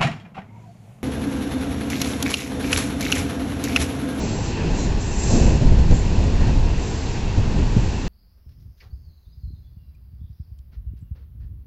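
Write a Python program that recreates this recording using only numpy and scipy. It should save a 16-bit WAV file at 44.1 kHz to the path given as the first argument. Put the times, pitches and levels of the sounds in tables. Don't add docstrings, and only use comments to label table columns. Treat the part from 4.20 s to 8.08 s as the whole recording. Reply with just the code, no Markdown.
import sys
import numpy as np
from scipy.fft import rfft, irfft, next_fast_len
from scipy.io import wavfile

SR = 44100
rng = np.random.default_rng(int(sys.argv[2]) if len(sys.argv) > 2 else 0)


def unload_audio(sound):
    columns = np.transpose(np.atleast_2d(sound))
    steps = np.round(np.clip(columns, -1, 1) * 32767)
    wavfile.write(sys.argv[1], SR, steps.astype(np.int16))


N = 171108

# f/Hz, level/dB
TURBULENCE = [(40, -8), (130, 1), (260, -1.5), (420, -7.5), (700, -14), (1100, -30.5), (2500, -35.5)]


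def undb(db):
    return 10 ** (np.asarray(db) / 20)


def unit(x):
    return x / np.sqrt(np.mean(x ** 2))


def noise(gain):
    size = next_fast_len(N, real=True)
    hz = np.maximum(np.arange(size // 2 + 1) * SR / size, 1)
    return unit(irfft(rfft(rng.standard_normal(size)) * gain(hz), size)[:N])


def coloured(points, tilt_db=0):
    f, db = np.array(points).T

    def gain(hz):
        curve_db = np.interp(np.log(hz), np.log(f), db)
        octaves = np.log2(np.clip(hz, f[0], f[-1]))
        low_cut = hz / np.hypot(hz, f[0] / 2)
        return undb(curve_db + tilt_db * octaves) * low_cut
    return noise(gain)


def ringing(centre_hz, width_hz):
    return noise(lambda hz: (1 + 1j * (hz ** 2 - centre_hz ** 2) / (hz * 1.51 * width_hz)) ** -2)


def wobble(rate):
    return noise(lambda hz: 1 / (1 + (hz / rate) ** 4))


def swell(t, peak, rise, fall):
    return np.exp(-.5 * ((t - peak) / np.where(t < peak, rise, fall)) ** 2)


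def rolling(t):
    # f/Hz, level/dB
    roar_eq = [(25, -7.5), (70, 1.5), (150, -3.5), (300, -9), (420, -11), (560, -19.5), (760, -19.5),
               (950, -19), (1250, -28.5), (2200, -28.5), (3300, -30.5), (5000, -31.5), (7500, -35.5)]
    # f/Hz, width/Hz, level/dB
    rail_modes = [(864, 190, 4), (1556, 240, -3), (1845, 210, -3.5), (2616, 380, 2), (4275, 400, -5)]
    # t/s, half length/s, ring boost/dB
    rough_wheels = [(.44, 0.15, 4), (1.18, 0.17, 5), (1.6, 0.13, 2), (2.264, .06, 5)]
    roar_db, flutter_db, ring_db, flicker_db = -25.5, 0.18, -41.5, 1.5
    roar = coloured(roar_eq) * undb(roar_db + flutter_db * wobble(13))
    ring = sum(undb(db + flicker_db * wobble(9.2)) * ringing(hz, width) for hz, width, db in rail_modes)
    boost_db = sum(db * swell(t, at, half, half) for at, half, db in rough_wheels)
    return roar + unit(ring) * undb(ring_db + boost_db)


def flange_scrapes(t):
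    # peak t/s, rise/s, fall/s, level/dB, tilt/(dB per octave), ring against hiss/dB
    scrapes = [(.04, 0.13, .14, -35, 1, -9), (.25, 0.035, .06, -35.5, -0.5, -10),
               (.61, 0.048, 0.05, -30, 5, -13), (.805, .005, .1, -30.5, 10, -14),
               (1.0, 0.082, 0.067, -30, 10, -8), (1.122, 0.074, .08, -24.5, 4.5, -10),
               (1.23, 0.047, .11, -31.5, 1, -9), (1.75, 0.015, 0.065, -33, 19, -7),
               (1.9, 0.14, .2, -44.5, -3, -8), (2.66, .06, 0.13, -35.5, 2.5, -11.5),
               (2.92, .1, .07, -40, -6, -9.5), (3.681, 0.15, .15, -41, 2, -11)]
    # f/Hz, level/dB
    hiss_eq = [(1200, -24), (2800, -10), (4200, -2.5), (5200, -1.5), (6000, 1), (6800, 0), (7400, -6.5),
               (8200, -0.5)]
    # f/Hz, width/Hz, level/dB
    wheel_modes = [(4120, 40, -4.5), (4293, 170, -9), (5390, 58, -6), (5680, 45, -12), (5920, 100, -3),
                   (6730, 40, -2.5), (6810, 55, -2.5), (7200, 99, -12), (7180, 100, -3), (7480, 160, 3.5)]
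    size_spread, chatter_db = .012, 0.7
    pivot_hz = wheel_modes[-1][0]
    wheel_sizes = 1 + size_spread * rng.uniform(-1, 1, len(scrapes))
    out = 0
    for (at, rise, fall, db, tilt_db, ring_db), size in zip(scrapes, wheel_sizes):
        modes = [(hz / size, width, undb(mode_db + tilt_db * np.log2(hz / pivot_hz)))
                 for hz, width, mode_db in wheel_modes]
        ring = noise(lambda f: sum(gain / (1 + (2 * (f - hz) / width) ** 2) for hz, width, gain in modes))
        rub = coloured(hiss_eq, tilt_db) + undb(ring_db) * ring
        out += undb(db) * swell(t, at, rise, fall) * rub
    return out * undb(chatter_db * wobble(45))


def squeals(t):
    # peak t/s, half length/s, f/Hz, level/dB
    tones = [(.16, .04, 7490, -46), (.31, .05, 7470, -49), (.62, .023, 4083, -44), (.615, .025, 6640, -44),
             (.605, .02, 5730, -46), (.66, .06, 7030, -50)]
    waver_hz, waver_db = 9.5, 2
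    out = 0
    for at, half, hz, db in tones:
        phase = 2 * np.pi * np.cumsum(hz + waver_hz * wobble(60)) / SR
        envelope = swell(t, at, half, half) * undb(db + waver_db * wobble(40))
        out += np.sqrt(2) * np.sin(phase) * envelope
    return out


def wind(t):
    # f/Hz, level/dB
    rumble_eq = [(10, -4), (25, 6), (70, -0.5), (120, -7), (200, -12), (330, -22.5), (600, -41),
                 (1200, -49), (3000, -64.5)]
    # t/s, level/dB
    gusts = [(0, -29), (.36, -30), (.48, -21), (.62, -26.5), (.74, -21), (.88, -27.5), (1.05, -22),
             (1.16, -18.5), (1.36, -13), (1.48, -12), (1.62, -14), (1.85, -16.5), (2.02, -16.5),
             (2.42, -16.5), (2.62, -24.5), (3.04, -25), (3.42, -15), (3.88, -24.5)]
    # peak t/s, rise/s, fall/s, level/dB
    flurries = [(.06, 0.22, 0.11, -27.5), (.52, 0.13, 0.17, -25.5), (1.145, 0.051, 0.16, -18.5),
                (1.45, 0.09, 0.11, -40.5), (2.1, .2, 0.23, -26.5), (3.35, 0.018, 0.092, -29)]
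    eddy_db, eddies_per_s = 1.68, 19
    rumble = coloured(rumble_eq) * undb(np.interp(t, *np.array(gusts).T))
    fronts = sum(undb(db) * swell(t, at, rise, fall) for at, rise, fall, db in flurries)
    flurry = coloured(TURBULENCE) * fronts
    return (rumble + flurry) * undb(eddy_db * wobble(eddies_per_s))


def buffets(t):
    # t/s, length/s, flutter f/Hz, level/dB, rush against flutter/dB
    thumps = [(1.125, 0.045, 141.3, -17.5, -1.5), (1.255, 0.022, 60, -14.5, -5),
              (1.347, 0.034, 45.5, -13, -11), (1.41, 0.037, 110, -14.5, -7), (1.455, 0.039, 34.2, -9, -12),
              (1.513, 0.032, 82, -13, -11), (1.576, 0.047, 55.8, -10.5, -11.5),
              (1.705, .045, 87.7, -14, -2.5), (1.98, 0.015, 90, -10.5, -19),
              (2.034, 0.015, 70.5, -18, -3.5), (2.27, 0.032, 132.5, -16, -6.5),
              (3.175, 0.027, 97, -10, -12.5), (3.564, 0.02, 115.5, -7.5, -12)]
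    attack_s, push_db, push_hz = 0.0026, -2.5, 21
    out, rush = 0, coloured(TURBULENCE)
    for at, length, hz, db, rush_db in thumps:
        age = np.maximum(t - at, 0)
        envelope = (1 - np.exp(-age / attack_s)) * np.exp(-(age / length) ** 2)
        flutter_hz = hz * (1 + 0.22 * wobble(73))
        flutter = np.sqrt(2) * np.sin(2 * np.pi * np.cumsum(flutter_hz * (t > at)) / SR)
        push = undb(push_db) * np.sin(2 * np.pi * push_hz * age)
        out += undb(db) * envelope * (flutter + push + undb(rush_db) * rush)
    return out


def scene():
    t = np.arange(N) / SR
    return (rolling(t) + flange_scrapes(t) + squeals(t) + wind(t) + buffets(t))[None]


def record(dry):
    ceiling, top_hz = .85, 7650
    rounded = dry / (1 + (dry / ceiling) ** 4) ** (1 / 4)
    hz = np.arange(N + 1) * SR / (2 * N)
    low_pass = 1 / np.sqrt((1 + (hz / top_hz) ** 56) * (1 + (hz / (1.09 * top_hz)) ** 260))
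    return irfft(rfft(rounded, 2 * N) * low_pass)[:, :N]


dry = scene()
out = record(dry)
unload_audio(out)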